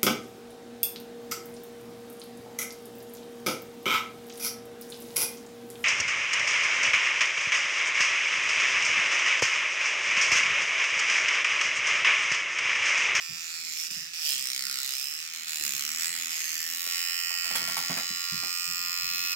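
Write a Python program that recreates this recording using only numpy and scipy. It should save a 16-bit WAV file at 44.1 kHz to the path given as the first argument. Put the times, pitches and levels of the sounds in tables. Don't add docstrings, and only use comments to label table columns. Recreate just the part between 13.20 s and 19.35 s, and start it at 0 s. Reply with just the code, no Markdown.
import sys
import numpy as np
from scipy import signal
from scipy.fft import rfft, irfft
from scipy.io import wavfile
from scipy.ndimage import uniform_filter1d, map_coordinates

SR = 44100
rng = np.random.default_rng(int(sys.argv[2]) if len(sys.argv) > 2 else 0)


def store_pcm(level_fs):
    pcm = np.round(np.clip(level_fs, -1, 1) * 32767).astype(np.int16)
    wavfile.write(sys.argv[1], SR, np.atleast_2d(pcm).T)


N = 271215
TIME = np.arange(N) / SR

# time_s, speed_turns_per_s
MOTOR_SPEED = [(0.0, 82.4), (0.2, 82.6), (0.42, 82.7), (0.58, 78.8), (0.7, 81.7), (0.78, 81.3),
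               (0.88, 83.7), (0.98, 84.5), (1.12, 68.2), (1.25, 64.5), (1.48, 67.5), (1.8, 65.9),
               (1.9, 73.9), (2.02, 81.4), (2.14, 82.8), (2.28, 81.5), (2.52, 69.2), (2.6, 67.9),
               (2.7, 78.7), (2.85, 84.1), (3.02, 85.1), (3.16, 80.5), (3.33, 80.0), (3.44, 82.5),
               (3.58, 85.8), (4.2, 86.5), (4.8, 86.7), (6.15, 87.6)]
# time_s, bite (0-1)
BITE = [(0, 0.37), (.45, 0.89), (3.35, 0.76), (3.74, 0.27), (6.15, 0.07)]
# time_s, left_lag_ms, left_minus_right_db
PLACE = [(0, 0.066, -6), (2.5, -0.13, -5), (5.2, -0.1, -4.5), (6.15, -0.16, -4.5)]
# time_s, level_db (before dulling)
SOFT_STROKE_LEVEL = [(0, 5), (.4, 1), (.6, 2.5), (.71, 5.5), (.8, 4.5), (1.15, 4.5), (1.3, -3), (1.85, 1),
                     (2.3, -3.5), (2.64, -4), (2.71, -4), (2.78, -4.5), (3.05, -7.5), (3.13, 1.5),
                     (3.4, -1), (3.7, -4.5), (6.15, -3)]
# pitch_hz, level_db
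FREE_COLOUR = [(150, -74), (450, -43), (650, -33.5), (820, -19), (980, -21.5), (1130, -14), (1600, -16.5),
               (2000, -10), (2300, -9), (3000, -6), (3600, -14.5), (4400, -13.5), (5100, -7), (6000, -16.5),
               (7000, -5), (8200, -7), (10000, -24), (12000, -14), (13800, -10.5), (14900, -9),
               (15400, -27), (16000, -13)]
# pitch_hz, level_db
BITTEN_COLOUR = [(150, -70), (500, -47), (660, -27.5), (900, -29.5), (1270, -15.5), (1600, -18.5),
                 (2300, -7.5), (2900, -7), (3500, -6.5), (4400, -3), (5300, -1.5), (6200, -1.5), (7300, -2),
                 (10000, -10), (12600, -5), (14700, -9), (16000, -6.5)]
# pitch_hz, width_hz, level_db
SHELL = [(1896, 520, 5), (2380, 124, -12), (2716, 200, -9.5), (4113, 290, 4.5), (4980, 280, 0.5),
         (6640, 270, -8)]
# start_s, end_s, first_hz, last_hz, width_hz, level_db
HOLDS = [(0, 0.467, 7300, 7140, 400, -4.5), (0.275, 0.92, 5360, 5300, 463, 9),
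         (0.424, 0.63, 2120, 2270, 250, 4), (0.443, .9, 7100, 7240, 300, 2),
         (0.927, 1.109, 5140, 5550, 1000, 11), (1.064, 1.36, 5400, 5450, 900, -9),
         (0, 0.457, 2420, 2370, 200, 6), (0, .42, 1270, 1270, 199, 3), (1, 1.213, 3100, 3330, 300, 6.5),
         (1.05, 1.547, 8850, 9800, 600, -2), (1.414, 1.646, 1370, 1410, 198, 8),
         (1.655, 2.01, 5030, 5200, 250, 6), (2.283, 2.597, 6900, 6500, 396, -1),
         (2.624, 2.9, 5630, 5400, 375, 6), (2.665, 2.975, 7710, 8000, 370, 9),
         (2.945, 3.475, 7100, 5960, 350, 2.5), (3.068, 3.733, 12100, 14400, 900, 2),
         (3.133, 3.564, 1770, 1770, 149, 1), (3.68, 4.25, 4900, 4830, 400, -10),
         (3.654, 5.196, 2100, 2030, 200, -9), (4.598, 5.752, 5020, 4830, 400, 2.5),
         (5.704, 6.25, 2410, 2520, 152, 6.5)]
# pitch_hz, width_hz, level_db (before the low cut)
HEAD_TICK = [(5160, 730, -0.5), (5090, 310, -5), (14860, 2200, -3)]
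# time_s, lows_db, middle_db, treble_db
BUZZ_LEVEL = [(0, -43.5, -39.5, -48), (.5, -44.5, -36.5, -45), (1.3, -42.5, -35.5, -43.5),
              (1.85, -43, -36, -42), (2.6, -40, -35.5, -39.5), (3.198, -38.5, -34, -39.5),
              (3.631, -42, -36.5, -35.5), (3.73, -37.5, -32, -36.5), (4.302, -37, -35, -38.5),
              (4.85, -41, -34, -40.5), (5.3, -40.5, -34.5, -37.5), (6.15, -36.5, -33, -37.5)]
# load_db per turn/s of slowing, contact_share (ratio)
TEETH_ANSWER = [(.02, .66), (.11, 1.0), (.28, 1.25)]
# start_s, caught_s, level_db (before contact_share)
SLIPS = [(0.4, 0.435, -2), (0.67, 0.697, -5.5), (0.786, 0.93, -8), (1.847, 2.127, -4), (2.045, 2.269, -5.5),
         (3.05, 3.097, -3)]
# peak_s, rise_and_fall_s (each), level_db (before contact_share)
SURGES = [(0.614, 0.072, 3), (.735, 0.021, 1.5), (1.091, 0.098, 7), (2.46, 0.048, 3.5), (2.84, 0.069, 4.5)]
# turn_multiple (ratio), level_db
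HUM = [(1, -87), (2, -81), (3, -69), (4, -78.5), (5, -82), (6, -93)]
# time_s, gain_db
HUM_LEVEL = [(0, -15), (.5, -3), (.95, -10), (1.15, 4), (1.5, 2), (1.75, -11), (2.35, 2.5), (3.05, 1.5),
             (3.3, -2), (6.15, -8)]
# turn_multiple (ratio), upright_db, tilted_db
HANDLE_TONES = [(12, -66, -54), (13, -43.5, -50), (14, -65, -44.5), (16, -43, -43.5), (20, -60, -64),
                (22, -37, -56), (27, -45, -45), (28, -47, -45.5), (35, -35, -60), (48, -35.5, -37),
                (55, -30.5, -40), (58, -37, -40)]
# time_s, tilt (0-1)
HANDLE_TILT = [(4.2, 0), (5.3, 0.96)]
# start_s, level_db, decay_s, treble_db
SCUFFS = [(4.105, -34, 0.0076, -12), (4.242, -40, 0.035, 3), (4.308, -29.5, 0.01, -7),
          (4.353, -25, 0.0058, 3.5), (4.411, -34.5, 0.026, -27), (4.476, -32, 0.029, -2),
          (4.567, -24.5, 0.014, -3), (4.635, -45, 0.066, 0), (4.696, -29, 0.028, -11),
          (4.769, -25.5, 0.012, -8), (5.229, -35.5, 0.017, -23)]
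# pitch_hz, level_db
SCUFF_COLOUR = [(50, -32), (200, -23.5), (500, -6), (850, 2), (1500, -3.5), (2500, 2), (4000, -1.5),
                (7000, -5), (10000, -4.5), (15000, -2)]
# start_s, level_db, pitch_hz, attack_s, decay_s
BUMPS = [(0.088, -52, 178, .003, 0.047), (0.706, -55, 212, .003, 0.026), (.76, -56, 192, 0.0064, 0.061),
         (2.403, -52, 254, 0.0035, 0.016), (2.429, -56, 197, 0.0079, 0.045),
         (2.532, -54.5, 183, 0.0058, 0.024), (2.871, -61.5, 224, .01, 0.071),
         (3.669, -52.5, 534, .001, 0.0089), (4.307, -52, 244, 0.014, 0.076), (4.405, -52, 207, .012, 0.057),
         (4.472, -52, 195, .012, 0.039), (4.57, -54, 241, 0.0036, 0.066), (4.696, -39, 220, 0.011, 0.02),
         (4.762, -47.5, 209, .012, 0.029), (4.9, -47.5, 215, .004, 0.028), (5.116, -43, 151, .03, 0.027),
         (5.227, -52, 258, 0.0088, 0.021), (5.477, -54, 175, 0.012, 0.028),
         (5.812, -59.5, 141, 0.013, 0.097)]
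# time_s, level_db
SHUFFLE_LEVEL = [(0, -81.5), (2.1, -84.5), (2.5, -76), (3.15, -79), (3.4, -80.5), (4.1, -84.5), (4.4, -70),
                 (4.9, -81), (6.15, -75.5)]
# pitch_hz, level_db
AIR_COLOUR = [(30, -19), (70, -13), (150, -18), (300, -9), (600, 4), (2000, -76)]

UNLOADED_TURNS_PER_S, START_TURNS = 85.3, .46
WOBBLE_TURNS, WOBBLES_PER_S = .012, 25
FLIP_S, FLIP_LENGTH_S = 2.73, .031
UNEVEN_FREE_DB, UNEVEN_PER_BITE_DB = .45, .15
ROUGH_FREE, ROUGH_PER_BITE = .23, .53
CHATTER_RISE_S, HARD_CHATTER_S, SOFT_CHATTER_S = .0012, .0022, .004
CHATTER_LOW_HZ, SOFT_STROKE_HZ = 750, 5300
LOWS_LINGER, LINGER_HZ = 2.6, 1100
SHELL_DAMPING_DB, TICK_DAMPING_DB = -9.5, -12.5
SHELL_SWAY_DB, SWAYS_PER_S = 2, 6.3
BOUNCE_S, BOUNCE_GRAIN_HZ = .0015, 190
GLANCE_MS = [.358, .85]
GLANCE_FREE_DB, GLANCE_PER_BITE_DB = -13.625, 2.65
GLANCE_SWING_FREE, GLANCE_SWING_PER_BITE = .0644, .14
CATCH_S = .005
HUM_WAVER_DB, HUM_WAVERS_PER_S = 4, 9
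SCUFF_GRAIN_DB, SCUFF_GRAINS_PER_S = 3.2, 350
SHUFFLE_SWING_DB, SHUFFLES_PER_S = 2.5, 6.7
ROOM_T60_S, ROOM_DB = .25, -11
CUTOFF_HZ = 15850


def toothbrush(turns, bite):
    hard, soft = gear_strokes(turns, bite)
    rough = ROUGH_FREE + ROUGH_PER_BITE * bite
    grip = np.cumsum(3.773 + 7 * bite) / SR
    drive = stroke(hard, rough, grip, spread_s=.000894, chatter_s=HARD_CHATTER_S)
    clack = stroke(soft, rough, grip, spread_s=.001222, chatter_s=SOFT_CHATTER_S)
    drive += from_db(in_time(SOFT_STROKE_LEVEL)[0]) * band(clack, SOFT_STROKE_HZ, "low", order=1)
    free = rms_one(coloured(drive, FREE_COLOUR))
    bitten = rms_one(coloured(drive, BITTEN_COLOUR))
    body = shell((1 - bite) * free + bite * bitten, bite)
    body = held_resonances(body)
    tick = head_tick(hard, bite)
    brush = placed(body) + placed([tick, tick], lag_share=.47)
    return bathroom(glancing(brush, bite), ROOM_DB)


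def gear_strokes(turns, bite):
    def uneven_clicks(lag):
        slow_db = (UNEVEN_FREE_DB + UNEVEN_PER_BITE_DB * bite) * wander(N, SR / 60)
        return clicks(turns - lag, uneven_db=.66, jitter_s=.000012) * from_db(slow_db)
    forward, back = uneven_clicks(0), uneven_clicks(.5)
    flipped = np.clip((TIME - FLIP_S) / FLIP_LENGTH_S + .5, 0, 1)
    hard = flipped * forward + (1 - flipped) * back
    soft = flipped * back + (1 - flipped) * forward
    return hard, soft


def clicks(turns, uneven_db, jitter_s):
    at = np.interp(np.arange(1, int(turns[-1])), turns, np.arange(N))
    chance = rng.standard_normal((len(at), 2))
    at = at + jitter_s * SR * chance[:, 0]
    taps = at.astype(int)[:, None] + np.arange(-8, 9)
    offset = taps - at[:, None]
    sizes = from_db(uneven_db * chance[:, 1:])
    out = np.zeros(N)
    out[np.clip(taps, 0, N - 1)] = sizes * np.sinc(offset) * np.sinc(offset / 9)
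    return out


def stroke(hits, rough, grip, spread_s, chatter_s, size=2048):
    hz = np.fft.rfftfreq(size, 1 / SR)
    shape = rattle(spread_s * (1 + LOWS_LINGER * np.exp(-hz / LINGER_HZ)), grain_hz=340.07)
    bend_s = .0008115 * (hz / hz[-1]) ** .2535
    shares = (1 + np.cos(grip + 2 * np.pi * np.arange(3)[:, None] / 3)) / 2

    def knock_at_ear():
        total = 0
        for share in shares:
            response = irfft(shape * rattle(bend_s, grain_hz=600.9))[:size // 2]
            total = total + share * signal.oaconvolve(hits, response)[:N]
        return total
    knock = np.array([knock_at_ear() for _ in range(2)])
    gate = signal.oaconvolve(hits, burst(0, CHATTER_RISE_S, chatter_s)[:SR // 20])[:N]
    contacts = rng.standard_normal(N) + 3.4 * rng.standard_normal((2, N))
    contacts = contacts * from_db(1.6 * wander(N, SR / 9000))
    chatter = band(gate * contacts, CHATTER_LOW_HZ, "high", order=1)
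    return np.sqrt(1 - rough ** 2) * rms_one(knock) + rough * rms_one(chatter)


def rattle(spread_s, grain_hz, size=2048):
    delay = spread_s * wander(size // 2 + 1, grain_hz * size / SR) ** 2
    return np.exp(-2j * np.pi * np.cumsum(delay) * SR / size)


def shell(sound, bite):
    ring = 0
    for hz, width, db in SHELL:
        level_db = db + SHELL_DAMPING_DB * bite + SHELL_SWAY_DB * wander(N, SR / SWAYS_PER_S)
        ring = ring + from_db(level_db) * resonance(sound, hz, width)
    return sound + ring


def held_resonances(sound):
    for start, end, from_hz, to_hz, width, db in HOLDS:
        now = (TIME > start) & (TIME < end)
        fade = np.minimum(np.minimum(TIME[now] - start, end - TIME[now]) / .063, 1)
        hz = np.linspace(from_hz, to_hz, now.sum())
        sound[:, now] += fade * from_db(db) * gliding(sound[:, now], hz, width)
    return sound


def head_tick(hard, bite):
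    bounces = irfft(rattle(BOUNCE_S, BOUNCE_GRAIN_HZ))[:SR // 50]
    bouncing = signal.oaconvolve(hard, bounces)[:N]
    tick = sum(from_db(db) * rms_one(resonance(bouncing, hz, width)) for hz, width, db in HEAD_TICK)
    return band(tick, 4160, "high", order=3) * from_db(TICK_DAMPING_DB * bite)


def glancing(pair, bite):
    treble, out = band(pair, 2330, "high"), pair
    swing = GLANCE_SWING_FREE + GLANCE_SWING_PER_BITE * bite
    gain = from_db(GLANCE_FREE_DB + GLANCE_PER_BITE_DB * bite)
    for ms in GLANCE_MS:
        lag = ms * SR / 1000 * (1 + swing * wander(N, SR / 4))
        echo = np.array([map_coordinates(x, [np.arange(N) - lag], order=3) for x in treble])
        out = out + gain * echo
    return out


def levelled(sound, slowing):
    def below(hz):
        return signal.sosfiltfilt(signal.butter(6, hz, fs=SR, output="sos"), sound)
    low, below_top = below(3000), below(8500)
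    middle = (below_top - low) * from_db([[1], [0]])
    treble = (sound - below_top) * from_db([[-2], [0]])
    out, contact = 0, contact_db()
    for part, db, (load_db, share) in zip((low, middle, treble), in_time(BUZZ_LEVEL), TEETH_ANSWER):
        power = uniform_filter1d(np.mean(part ** 2, axis=0), size=2000)
        power = uniform_filter1d(power, size=1500)
        gain = from_db(db + load_db * slowing + share * contact)
        out = out + gain * part / np.sqrt(power + 1e-12)
    return out


def contact_db():
    total = np.zeros(N)
    for start, caught, db in SLIPS:
        total += db * np.interp(TIME, [start, caught, caught + CATCH_S], [0, 1, 0])
    for peak, rise, db in SURGES:
        total += db * np.maximum(1 - np.abs(TIME - peak) / rise, 0)
    return total


def hum(turns, bite):
    def tones(rows, waver_db, per_s):
        total = 0
        for multiple, db in rows:
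            gain = from_db(db + waver_db * wander(N, SR / per_s))
            total = total + gain * np.sin(2 * np.pi * (multiple * turns + rng.random()))
        return total
    tilt, = in_time(HANDLE_TILT)
    leaning = [(multiple, upright + tilt * (tilted - upright)) for multiple, upright, tilted in HANDLE_TONES]
    singing = (1 - bite) ** 4 * tones(leaning, 2, 4)
    low_tones = from_db(in_time(HUM_LEVEL)[0]) * tones(HUM, HUM_WAVER_DB, HUM_WAVERS_PER_S)
    return low_tones + placed([singing, singing], lag_share=.96)


def scuffs():
    noise = rng.standard_normal(N) + .35 * rng.standard_normal((2, N))
    noise = noise * from_db(SCUFF_GRAIN_DB * wander(N, SR / SCUFF_GRAINS_PER_S))
    grains = rms_one(coloured(noise, SCUFF_COLOUR))
    dull = band(grains, 3000, "low")
    bright = grains - dull
    out = 0
    for s, db, decay, treble_db in SCUFFS:
        out = out + from_db(db) * burst(s, .0012, decay) * (dull + from_db(treble_db) * bright)
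    return bathroom(placed(out), wet_db=1.5)


def bumps():
    out = 0
    for s, db, hz, attack, decay in BUMPS:
        boom = band(rng.standard_normal(N), [hz * .64, hz * 1.194], "band")
        out = out + from_db(db) * burst(s, attack, decay) * rms_one(boom)
    return bathroom(out, wet_db=-8)


def shuffling():
    rustle = rms_one(band(rng.standard_normal(N), [105, 330], "band", order=3))
    level_db = in_time(SHUFFLE_LEVEL)[0] + SHUFFLE_SWING_DB * wander(N, SR / SHUFFLES_PER_S)
    return bathroom(from_db(level_db) * rustle, wet_db=8.5)


def room_air():
    noise = rng.standard_normal(N) + 9.1 * rng.standard_normal((2, N))
    return from_db(-87) * rms_one(band(coloured(noise, AIR_COLOUR), 1000, "low"))


def bathroom(x, wet_db):
    age = TIME[:SR // 2]
    tail = rng.standard_normal((2, len(age))) * from_db(-60 * age / ROOM_T60_S) * (age > .002)
    tail /= np.sqrt(np.sum(tail ** 2, axis=1, keepdims=True))
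    return x + from_db(wet_db) * signal.fftconvolve(np.atleast_2d(x), tail, axes=1)[:, :N]


def placed(pair, lag_share=1):
    lag_ms, pan_db = in_time(PLACE)
    half = lag_share * lag_ms * SR / 2000
    ears = []
    for x, side in zip(pair, (1, -1)):
        shifted = map_coordinates(x, [np.arange(N) - side * half], order=3)
        ears.append(shifted * from_db(side * pan_db / 2))
    return np.array(ears)


def from_db(db):
    return 10 ** (np.asarray(db) / 20)


def rms_one(x):
    return x / np.sqrt(np.mean(x ** 2) + 1e-20)


def in_time(rows):
    s, *columns = np.transpose(rows)
    return [np.interp(TIME, s, c) for c in columns]


def coloured(x, points):
    hz, db = np.transpose(points)
    size = 2048
    bins = np.maximum(np.fft.rfftfreq(size, 1 / SR), 1)
    gain = from_db(np.interp(np.log(bins), np.log(hz), db))
    cepstrum = irfft(np.log(gain))[:size // 2]
    response = irfft(np.exp(2 * rfft(cepstrum, size) - cepstrum[0]))
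    return np.apply_along_axis(signal.oaconvolve, -1, x, response)[..., :N]


def band(x, hz, kind, order=2):
    return signal.sosfilt(signal.butter(order, hz, kind, fs=SR, output="sos"), x)


def resonance(x, hz, width_hz):
    r = np.exp(-np.pi * width_hz / SR)
    zeros = np.array([1, 0, -1]) * (1 - r * r) / 2
    return signal.lfilter(zeros, [1, -2 * r * np.cos(2 * np.pi * hz / SR), r * r], x)


def gliding(x, hz, width_hz):
    r, carrier = np.exp(-np.pi * width_hz / SR), np.exp(2j * np.pi * np.cumsum(hz) / SR)
    return 2 * (carrier * signal.lfilter([1 - r], [1, -r], x * carrier.conj())).real


def wander(size, step):
    return rms_one(signal.resample(rng.standard_normal(int(size / step) + 2), size))


def burst(s, rise, decay):
    age = np.maximum(TIME - s, 0)
    shape = (1 - np.exp(-age / rise)) * np.exp(-np.minimum(age / decay, 20))
    return shape / shape.max()


def scene():
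    bite, = in_time(BITE)
    speed, = in_time(MOTOR_SPEED)
    slowing = np.maximum(UNLOADED_TURNS_PER_S - speed, 0)
    wobble = WOBBLE_TURNS * bite ** 2 * wander(N, SR / WOBBLES_PER_S)
    turns = np.cumsum(speed) / SR + START_TURNS + wobble
    brush = levelled(toothbrush(turns, bite), slowing) + hum(turns, bite)
    monkey = scuffs() + bumps() + shuffling()
    return brush + monkey + room_air()


def record(dry):
    thin = band(dry, 41, "high", order=3)
    return signal.sosfilt(signal.ellip(12, .1, 90, CUTOFF_HZ, fs=SR, output="sos"), thin)


dry = scene()
out = record(dry)
store_pcm(out)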